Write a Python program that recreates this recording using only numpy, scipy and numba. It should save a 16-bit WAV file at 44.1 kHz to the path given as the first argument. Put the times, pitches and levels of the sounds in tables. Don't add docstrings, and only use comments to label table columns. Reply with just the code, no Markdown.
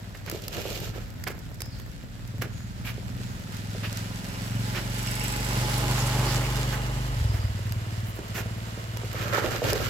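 import sys
import numpy as np
from scipy import signal
from scipy.fft import rfft, irfft
from scipy.io import wavfile
from scipy.ndimage import uniform_filter1d
from numba import njit

SR = 44100
rng = np.random.default_rng(int(sys.argv[2]) if len(sys.argv) > 2 else 0)


def file_out(sig):
    cols = np.atleast_2d(sig).T
    lim = np.clip(cols, -1, 1)
    pcm = np.round(lim * 32767).astype(np.int16)
    wavfile.write(sys.argv[1], SR, pcm)


N = 436149

# (time [s], firing rate [Hz])
FIRING_RATE = [(0, 19.9), (.55, 20.3), (.75, 22.4), (1.0, 22.8), (1.25, 19.6), (1.5, 19.0), (2.0, 19.6),
               (2.45, 19.8), (2.9, 19.65), (4.34, 22.45), (5.23, 23.75), (5.85, 24.35), (6.37, 24.45),
               (7.14, 24.8), (7.24, 22.7), (7.48, 18.4), (7.6, 18.9), (7.84, 18.65), (8.75, 18.8),
               (9.89, 18.5)]
SHUT_S = 7.201

def motorcycle(port_lag_s=0.00035):
    cycles = np.cumsum(curves(FIRING_RATE)[0] * (1 + .006 * drift(20))) / SR
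    cycles -= cycles[int(SHUT_S * SR)]
    low_notes = engine(cycles)
    clatter = casing_clatter(cycles)
    metal = waver(casing_ring() + chain(), share=.008, rate_hz=9)
    gear = clatter + metal + tyres() + valves(cycles) + stones()
    left, right = low_notes + pan(-3.0) * gear
    _, bearing = position()
    i, lag = np.arange(N), np.round(bearing * port_lag_s * SR)
    return np.array([np.interp(i - lag, i, left), right])


def engine(cycles):
    beats = unit(strokes(cycles, scatter_db=1.4))
    sound = air_box(cycles) + silencer(beats, cycles) + thumps(beats)
    return signal.sosfilt(signal.butter(8, 250, fs=SR, output="sos"), sound)


def strokes(cycles, scatter_db):
    count = np.floor(cycles).astype(int)
    return (np.diff(count, prepend=count[0]) > 0) * undb(scatter_db * rng.standard_normal(N)[count])


# (time [s], frequency [Hz])
SILENCER_PITCH = [(0, 107), (2.4, 115), (3.2, 117), (3.7, 107), (4.5, 118.6), (6, 125.2), (7.13, 128),
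                  (7.25, 97), (7.48, 96), (7.62, 102), (9.89, 107.3)]
# (time [s], level [dB])
SILENCER_LEVEL = [(0, -41), (0.68, -42.5), (0.86, -37), (1.1, -43), (1.5, -44), (1.66, -36.5),
                  (2.04, -48.5), (2.34, -33), (2.7, -40.5), (2.92, -35), (3.04, -40), (3.22, -34),
                  (3.48, -38.5), (3.65, -35), (4.05, -33), (4.18, -39), (4.42, -35.5), (4.58, -29.5),
                  (4.8, -32), (5.4, -32.5), (5.7, -29), (6.32, -25.5), (6.72, -31.5), (7.12, -32),
                  (7.25, -23.5), (7.55, -28.5), (7.7, -27.5), (8.04, -27.5), (8.24, -33.5), (8.45, -28.5),
                  (8.76, -34.5), (8.92, -29.5), (9.88, -32)]
# (ratio to main [1], width [Hz], gain [dB])
UPPER_MODES = [(1.5, 67, 7), (2.0, 49, -3.5)]
# (time [s], level [dB])
UPPER_LEVEL = [(0, -46), (1.5, -51), (3.0, -41), (4.5, -36.5), (6.2, -37.5), (7.1, -43), (7.5, -40.5),
               (7.75, -45.5), (8.4, -38.5), (9.0, -44), (9.89, -48)]

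def silencer(beats, cycles, pipe_width_hz=19.8, outlet_width_hz=85.0):
    pipe_hz = curves(SILENCER_PITCH)[0]
    puffs = unit(np.exp(-2 * (cycles % 1)) * rng.standard_normal(N))
    gas = beats + .13 * puffs
    main = sweep(sweep(gas, pipe_hz, pipe_width_hz), pipe_hz, outlet_width_hz)
    upper = np.zeros(N)
    for ratio, width, db in UPPER_MODES:
        hz = ratio * pipe_hz
        upper += undb(db) * sweep(sweep(gas, hz, float(width)), hz, float(width))
    return unit(main) * undb(curves(SILENCER_LEVEL)[0]) + unit(upper) * undb(curves(UPPER_LEVEL)[0])


def air_box(cycles, lag_cycles=0.269, full_speed_hz=24.1, fade_db_per_hz=5):
    gulps = strokes(cycles - lag_cycles, scatter_db=.7)
    boom = steep_ring(gulps, hz=50., width_hz=28.)
    fade_db = fade_db_per_hz * np.maximum(full_speed_hz - curves(FIRING_RATE)[0], 0)
    return unit(boom) * undb(pass_db(-34.5, doubling_db=0.89, ahead_db=-0.6) - fade_db)


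def thumps(beats, overrun_s=.315, sag_db_per_s=16):
    rounded = signal.sosfilt(signal.butter(3, 150, fs=SR, output="sos"), beats)
    thump = steep_ring(rounded, hz=80., width_hz=78.)
    sag_db = sag_db_per_s * np.maximum(np.arange(N) / SR - SHUT_S, 0)
    overrun = undb(-22 - sag_db) * envelope(SHUT_S, overrun_s, attack_s=0.0039, release_s=.02)
    idle = undb(-37.5) * envelope(SHUT_S, N / SR, attack_s=0.34, release_s=1)
    return unit(thump) * np.maximum(overrun, idle)


# (frequency [Hz], gain [dB])
CASING_SPECTRUM = [(150, -28), (250, 0), (311, 0), (436, -2.5), (640, -0.5), (735, -3), (838, -10.5),
                   (922, -2.5), (1040, -3), (1140, -7.5), (1230, -2), (1400, -7.5), (2000, -24.5),
                   (2600, -9.5), (4400, -120)]

def casing_clatter(cycles):
    pattern = rng.standard_normal(SR // 40)
    repeating = np.interp(cycles % 1, np.linspace(0, 1, len(pattern)), pattern)
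    blows = .5 * repeating + grains(spread_db=2.5, likeness=.7)
    level_db = pass_db(-35.5, doubling_db=7.42, ahead_db=0.34) + 0.86 * drift(14)
    return unit(colour(blows, CASING_SPECTRUM)) * undb(level_db)


# (frequency [Hz], width [Hz], gain [dB])
CASING_MODES = [(363, 15, 0.5), (434, 50, -2.5), (550, 71, -5), (839, 76, 3.5), (1020, 81, -2.5),
                (1080, 30, -7), (1240, 91, -7)]
# (time [s], level [dB])
CASING_LEVEL = [(2.0, -69), (4.0, -56), (5.1, -45.5), (5.55, -38.5), (6.25, -35.5), (6.6, -41.5),
                (7.2, -50), (8.0, -81)]

def casing_ring():
    return rings(grains(spread_db=0.0, likeness=1.0), CASING_MODES) * undb(curves(CASING_LEVEL)[0])


# (frequency [Hz], width [Hz], gain [dB])
CHAIN_MODES = [(1990, 490, 5.5), (2850, 170, 7.5), (5220, 150, -28.5), (6700, 540, -5)]

def chain():
    rollers = grains(spread_db=-1.0, likeness=0.024)
    whirr = sum(undb(db) * ring(rollers, hz, width) for hz, width, db in CHAIN_MODES)
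    return unit(whirr) * undb(pass_db(-39, doubling_db=8.8, ahead_db=-0.34))


# (frequency [Hz], gain [dB])
TYRE_SPECTRUM = [(820, -28.5), (1400, 3.5), (2580, 0), (2950, -1.5), (3230, 0), (4250, 0), (4960, 0),
                 (6260, -3.5), (7760, -2), (9130, -11), (10100, -6.5), (12800, -7), (16000, -18)]

def tyres():
    level_db = pass_db(-33.5, doubling_db=7.13, ahead_db=2.7)
    hiss = colour(grains(spread_db=2.0, likeness=0.085), TYRE_SPECTRUM)
    hiss *= undb(level_db + 1.16 * drift(25))
    dull = signal.lfilter(*signal.butter(1, 5000, fs=SR), hiss)
    nearness = undb(0.42 * (level_db - level_db.max()))
    return dull + nearness * (hiss - dull)


# (frequency [Hz], width [Hz], gain [dB])
COVER_MODES = [(1920, 130, -4), (2310, 500, 0.5), (2775, 310, 2), (5360, 910, -3.5)]
# (frequency [Hz], width [Hz], gain [dB])
TAPPET_MODES = [(5300, 680, -5), (7970, 840, 6), (10700, 4100, -1.5), (13000, 2300, -5)]
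# (time [s], level [dB])
VALVE_LEVEL = [(3.6, -96), (4.3, -49.5), (4.9, -53.5), (5.07, -39.5), (5.15, -39.5), (5.26, -37.5),
               (5.5, -40), (6.1, -56), (6.8, -70)]

def valves(cycles, tappet_db=-2.5, lag_cycles=0.16):
    phase = (cycles - lag_cycles) % 1
    buzz = grains(spread_db=1.8, likeness=.4) * (.5 + np.exp(-4 * phase)) * undb(1.8 * drift(30))
    taps = grains(spread_db=1, likeness=.3) * (.2 + np.exp(-11 * phase)) * undb(2 * drift(24))
    covers = waver(rings(buzz, COVER_MODES), share=.04, rate_hz=10)
    return (covers + undb(tappet_db) * rings(taps, TAPPET_MODES)) * undb(curves(VALVE_LEVEL)[0])


# (time [s], length [s], centre [Hz], width [Hz], level [dB])
SPAT_STONES = [(5.226, 0.062, 2730, 900, -36.5), (5.775, .015, 9500, 5000, -37),
               (5.986, 0.038, 6700, 900, -34.5), (6.0, .05, 5300, 700, -39),
               (6.063, 0.022, 8500, 5000, -34), (6.196, .13, 1140, 500, -38),
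               (6.255, 0.1, 4800, 1100, -37.5), (6.358, .018, 6500, 5000, -34),
               (6.427, .06, 2470, 900, -38.5)]

def stones():
    out = np.zeros((2, N))
    for s, length, hz, width, db in SPAT_STONES:
        shake = rng.standard_normal((2, SR // 5))[:, :int(length * SR)]
        swell = np.sin(np.pi * np.linspace(0, 1, shake.shape[1]) ** .65)
        add(out, s, unit(steep_ring(shake, hz, width)) * swell * undb(db))
    return out


# (time [s], offset to the right [m])
LANE_ROUTE = [(0, 36), (2.0, 39), (2.8, 27), (4.0, 14.5), (5.2, 8), (6.15, 0.5), (7.0, -7.5), (7.6, -12.5),
              (9.89, -11.5)]
NEAREST_M = 5.38

def position():
    along_m = curves(LANE_ROUTE)[0]
    distance_m = np.hypot(along_m, NEAREST_M)
    return distance_m, along_m / distance_m


def pass_db(nearest_db, doubling_db, ahead_db):
    distance_m, bearing = position()
    return nearest_db - doubling_db * np.log2(distance_m / NEAREST_M) + ahead_db * bearing


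# (time [s], length [s], weight [dB], scrape [dB], grit [dB])
DRAGS = [(0.24, 0.12, -48, -53, -46), (0.384, 0.25, -47.5, -60, -47.5), (0.51, 0.083, -37.5, -44.5, -38.5),
         (0.622, 0.14, -40, -49.5, -40), (0.81, 0.029, -39.5, -48, -41.5), (0.93, 0.042, -46, -46.5, -48),
         (9.092, 0.43, -39.5, -38, -41.5), (9.318, 0.047, -31.5, -29, -35.5),
         (9.41, 0.056, -33.5, -34.5, -37), (9.492, 0.059, -36.5, -37, -38.5),
         (9.622, 0.093, -31, -35.5, -34.5), (9.735, 0.085, -36.5, -37, -35),
         (9.806, 0.063, -37.5, -37, -38)]
# (frequency [Hz], gain [dB])
GROUND_SPECTRUM = [(45, -17), (100, -5), (170, -0.5), (220, -13.5), (303, -4), (349, -3.5), (561, -3),
                   (685, -9), (1000, -17.5), (1300, -43), (2200, -120)]
SCRAPE_SPECTRUM = [(530, -49), (900, -6), (1040, 2.5), (1180, 6.5), (1360, 12), (1480, 6), (1620, 8.5),
                   (1850, 6), (3000, -6), (3900, -51), (6600, -120)]
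GRIT_SPECTRUM = [(1470, -19), (2500, -0.5), (2640, -5), (2810, -1), (7470, -9), (8600, -16.5),
                 (9960, -19.5), (12300, -9), (15200, -15), (16000, -32)]

def shuffles(attack_share=0.24, crunch_db=2.0):
    gains = np.zeros((3, N))
    for s, length, *levels_db in DRAGS:
        pressure = envelope(s, length, attack_s=attack_share * length, release_s=0.058)
        gains = np.maximum(gains, np.outer(undb(levels_db), pressure))
    weight, scrape, grit = gains
    crunch = undb(crunch_db * drift(55))
    clods = grains(spread_db=2.2, likeness=0.65) * undb(1.6 * drift(60))
    return (weight * colour(clods, GROUND_SPECTRUM)
            + scrape * np.sqrt(crunch) * colour(grains(spread_db=2.5, likeness=0.076), SCRAPE_SPECTRUM)
            + grit * crunch * colour(grains(spread_db=2.5, likeness=0.067), GRIT_SPECTRUM))


# (time [s], length [s], level [dB], relative grit [dB], relative sand [dB])
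SANDAL_SCUFFS = [(0.143, 0.021, -43, -10, -21), (0.274, 0.026, -40, -23, -4),
                 (1.265, 0.029, -29.5, -18, -23), (1.288, 0.044, -43, -4, -12),
                 (2.412, 0.023, -35.5, -5, -3), (2.423, 0.044, -41, -8, -16), (2.842, 0.09, -41, -1.5, 3),
                 (3.829, 0.056, -38, -8, 2.5), (4.739, 0.072, -35, -9.5, 0.5),
                 (6.717, 0.056, -34.5, -7, -14), (7.325, 0.085, -44.5, -3, -10),
                 (8.339, 0.092, -35, -2.5, -6)]
# (frequency [Hz], gain [dB])
SOLE_SPECTRUM = [(280, -4), (390, 0), (560, -1.5), (1000, -4), (1700, 1), (2450, -4.5), (3500, -12.5),
                 (7000, -27)]
SAND_SPECTRUM = [(1500, -8), (2400, 6), (3100, 0), (4200, -5.5), (5300, -3.5), (8000, -22)]
SNAP_SPECTRUM = [(2500, -8.5), (5000, 14), (7500, 10), (9500, 3.5), (12500, 13.5), (16000, 1.5)]

def scuffs():
    rub, grit, sand = np.zeros((3, N))
    for s, length, db, grit_db, sand_db in SANDAL_SCUFFS:
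        push = np.sin(np.pi * np.linspace(0, 1, int(length * SR)) ** 0.75) * undb(db)
        add(rub, s, push)
        add(grit, s, push * undb(grit_db))
        add(sand, s, push * undb(sand_db))
    crumbs = grains(spread_db=0.5, likeness=0.072)
    sole = colour(grains(spread_db=-5.0, likeness=0.8), SOLE_SPECTRUM)
    return rub * sole + grit * colour(crumbs, SNAP_SPECTRUM) + sand * colour(crumbs, SAND_SPECTRUM)


# (time [s], peak [dB], pitch [Hz])
FOOT_KNOCKS = [(0.326, -26, 275), (0.347, -26, 384), (0.654, -24, 467), (0.709, -32, 425),
               (0.979, -32.5, 530), (1.299, -32, 395), (2.338, -39, 369), (2.423, -27.5, 365),
               (2.455, -33, 350), (2.98, -32.5, 413), (3.202, -38, 355), (3.749, -32, 452),
               (8.189, -28, 340), (8.458, -31.5, 550), (8.775, -31.5, 400), (9.034, -30, 400),
               (9.145, -30, 541), (9.344, -22, 567), (9.376, -23.5, 840), (9.382, -20, 450),
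               (9.443, -22, 312), (9.548, -26, 590), (9.619, -19, 510), (9.649, -24, 510),
               (9.727, -18, 483), (9.757, -22, 466), (9.781, -33, 455), (9.802, -25, 550)]

def knocks(t60_s=0.084, width_hz=184.0, contact=16.7):
    out, t = np.zeros((2, N)), np.arange(SR // 8) / SR
    for s, db, hz in FOOT_KNOCKS:
        push = contact * (t == 0) + rng.standard_normal(len(t)) * undb(-60 * t / t60_s)
        thud = ring(ring(push, hz, width_hz), hz, 2 * width_hz)
        add(out, s, thud / np.abs(thud).max() * undb(db))
    return out


# (time [s], level [dB], relative body [dB], rise [s])
CRACKS = [(0.17, -47, -18, .0015), (0.262, -40, -1, .001), (0.298, -28, -4, 0.0008),
          (0.3134, -32.5, -4, 0.0018), (0.419, -41, -19, .0015), (0.4802, -32, -5, 0.0014),
          (0.802, -33, -6, 0.00088), (1.103, -43.5, -8, .001), (1.2383, -32, -6, 0.0012),
          (1.2744, -31, -14, .0015), (1.282, -35, -16, .0015), (1.6047, -34.5, -2.5, 0.0014),
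          (1.6183, -29.5, -1, 0.00079), (1.798, -43, 2, 0.0013), (2.4196, -30, 2.5, .0015),
          (3.5677, -38.5, -17, .001), (3.928, -31, -10, .0008), (3.9726, -27, -14, 0.00063),
          (6.5676, -34, -9, .001), (7.722, -29.5, -1, .0006), (8.971, -34, 0.5, 0.00099),
          (9.1296, -36, -15, .001), (9.7315, -23, -4, .0005)]

def ticks(crumb_count=8, crumbs_until_s=4.0):
    snap, body = np.zeros((2, N))
    t = np.arange(SR // 20) / SR
    crack = lambda rise_s: t / rise_s * np.exp(1 - t / rise_s)
    for s, db, body_db, rise_s in CRACKS:
        add(snap, s, crack(rise_s) * undb(db))
        add(body, s, crack(rise_s) * undb(db + body_db))
    for when, size in rng.random((crumb_count, 2)):
        add(snap, when * crumbs_until_s, crack(rise_s=0.0026) * undb(-53 + 9 * size))
    fracture = grains(spread_db=1.5, likeness=.3)
    return snap * colour(fracture, SNAP_SPECTRUM) + body * colour(fracture, SOLE_SPECTRUM)


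# (time [s], length [s], level [dB])
BRUSHES = [(8.047, 0.059, -50), (8.14, .025, -51)]

def leaf():
    brush = sum(undb(db) * envelope(s, length, attack_s=.02, release_s=.012) for s, length, db in BRUSHES)
    return colour(grains(spread_db=2.5, likeness=.2), [(7000, -12), (12000, -1), (15000, -3)]) * brush


# (time [s], length [s], pitch [Hz], level [dB], quiver [share of pitch])
BIRD_CALLS = [(1.58, 0.11, 5090, -53.5, .026), (1.70, 0.065, 4560, -52.5, .06),
              (2.48, 0.2, 6763, -57.5, .022), (3.13, 0.29, 6750, -60.5, .026),
              (7.26, 0.072, 5050, -50, .035), (7.38, 0.086, 4770, -52, .04)]

def birds():
    out = np.zeros((2, N))
    quiver = np.array([drift(900), drift(900)])
    for s, length, hz, db, share in BIRD_CALLS:
        i = int(s * SR) + np.arange(int(length * SR))
        phase = 2 * np.pi * np.cumsum(hz * (1 + share * quiver[:, i]), axis=1) / SR
        add(out, s, np.sin(phase) * signal.windows.tukey(len(i), .8) * undb(db))
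    return garden(out, t60_s=0.5, wet_db=3)


# (frequency [Hz], gain [dB])
HUSH_SPECTRUM = [(190, -39), (330, -2), (464, -3), (583, -1), (1050, -11), (1910, -8.5), (3100, -32),
                 (5570, -30), (7700, -20), (8770, -56), (12500, -18.5), (16000, -28)]
# (time [s], level [dB])
BREEZE_LEVEL = [(0, -44), (.7, -41), (1.2, -37), (1.7, -41), (2.4, -40.5), (3.1, -37.5), (3.9, -43.5),
                (7.6, -46), (8.9, -50), (9.7, -35.5)]

def air():
    hush = colour(grains(spread_db=4.0, likeness=0.34), HUSH_SPECTRUM) * undb(-53.5 + 1.68 * drift(2.69))
    eddies = grains(spread_db=2.5, likeness=0.43)
    rumble = colour(eddies, [(22, -5.0), (45, 3.0), (75, 3.0), (140, -2.5), (280, -10.5)])
    return hush + rumble * undb(curves(BREEZE_LEVEL)[0])


def garden(x, t60_s=0.41, wet_db=-14):
    t = np.arange(SR // 2) / SR
    scatter = signal.lfilter(*signal.butter(1, 3500, fs=SR), rng.standard_normal((2, len(t))))
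    tail = signal.lfilter(*signal.butter(2, 300, "high", fs=SR), scatter * undb(-60 * t / t60_s))
    return x + undb(wet_db) * signal.oaconvolve(x, tail / np.linalg.norm(tail[0]), axes=1)[:, :N]


def undb(db):
    return 10 ** (np.asarray(db) / 20)


def unit(x):
    return x / np.sqrt(np.mean(x ** 2))


def pan(db):
    return undb(np.array([[db], [-db]]) / 2)


def add(track, s, sound):
    start = int(s * SR)
    track[..., start:start + sound.shape[-1]] += sound[..., :N - start]


def curves(table):
    s, *columns = np.transpose(table)
    return [np.interp(np.arange(N) / SR, s, c) for c in columns]


def envelope(s, length_s, attack_s, release_s):
    age = np.arange(N) / SR - s
    return np.clip(age / attack_s, 0, 1) * np.exp(-np.maximum(age - length_s, 0) / release_s)


def drift(rate_hz):
    hold = int(SR / rate_hz)
    steps = np.repeat(rng.standard_normal(N // hold + 1), hold)
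    return unit(uniform_filter1d(uniform_filter1d(steps, hold), hold)[:N])


def grains(spread_db, likeness):
    sizes = np.repeat(rng.exponential(size=N // 32 + 1), 32)[:N]
    gain = unit(undb(spread_db * np.minimum(sizes, 6)))
    noise = rng.standard_normal((3, N))
    return gain * (np.sqrt(likeness) * noise[0] + np.sqrt(1 - likeness) * noise[1:])


def ring(x, hz, width_hz):
    return signal.lfilter(*signal.iirpeak(hz, hz / width_hz, fs=SR), x)


def steep_ring(x, hz, width_hz):
    return ring(ring(x, hz, width_hz), hz, width_hz)


def rings(x, modes):
    return unit(sum(undb(db) * steep_ring(x, hz, width) for hz, width, db in modes))


@njit
def sweep(x, hz, width_hz):
    y, band, low = np.empty(len(x)), 0., 0.
    for i in range(len(x)):
        g, damping = np.tan(np.pi * hz[i] / SR), width_hz / hz[i]
        v = (band + g * (x[i] + 1e-18 - low)) / (1 + g * (g + damping))
        band, low, y[i] = 2 * v - band, low + 2 * g * v, damping * v
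    return y


def waver(x, share, rate_hz):
    i = np.arange(N)
    place = (i + np.cumsum(share * drift(rate_hz))) % N
    return np.array([np.interp(place, i, channel) for channel in x])


def colour(x, spectrum, size=4096):
    hz, db = np.transpose(spectrum)
    octave, known = np.log2(np.maximum(np.arange(size // 2 + 1) * SR / size, 1)), np.log2(hz)
    octaves_beyond = np.abs(octave - np.clip(octave, known[0], known[-1]))
    gain_db = np.maximum(np.interp(octave, known, db) - 30 * octaves_beyond, -90)
    cepstrum = irfft(np.log(undb(gain_db)))
    cepstrum[1:size // 2] *= 2
    cepstrum[size // 2 + 1:] = 0
    response = irfft(np.exp(rfft(cepstrum)))
    return signal.oaconvolve(x, response[None] / np.linalg.norm(response), axes=1)[:, :N]


def scene():
    feet = pan(-4.0) * garden(shuffles() + scuffs() + knocks() + ticks())
    return motorcycle() + feet + leaf() + birds() + air()


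def record(dry, bottom_hz=33, top_hz=16000):
    thin = signal.sosfilt(signal.butter(4, bottom_hz, "high", fs=SR, output="sos"), dry)
    return signal.sosfilt(signal.ellip(8, .2, 70, top_hz, fs=SR, output="sos"), thin)


dry = scene()
out = record(dry)
file_out(out)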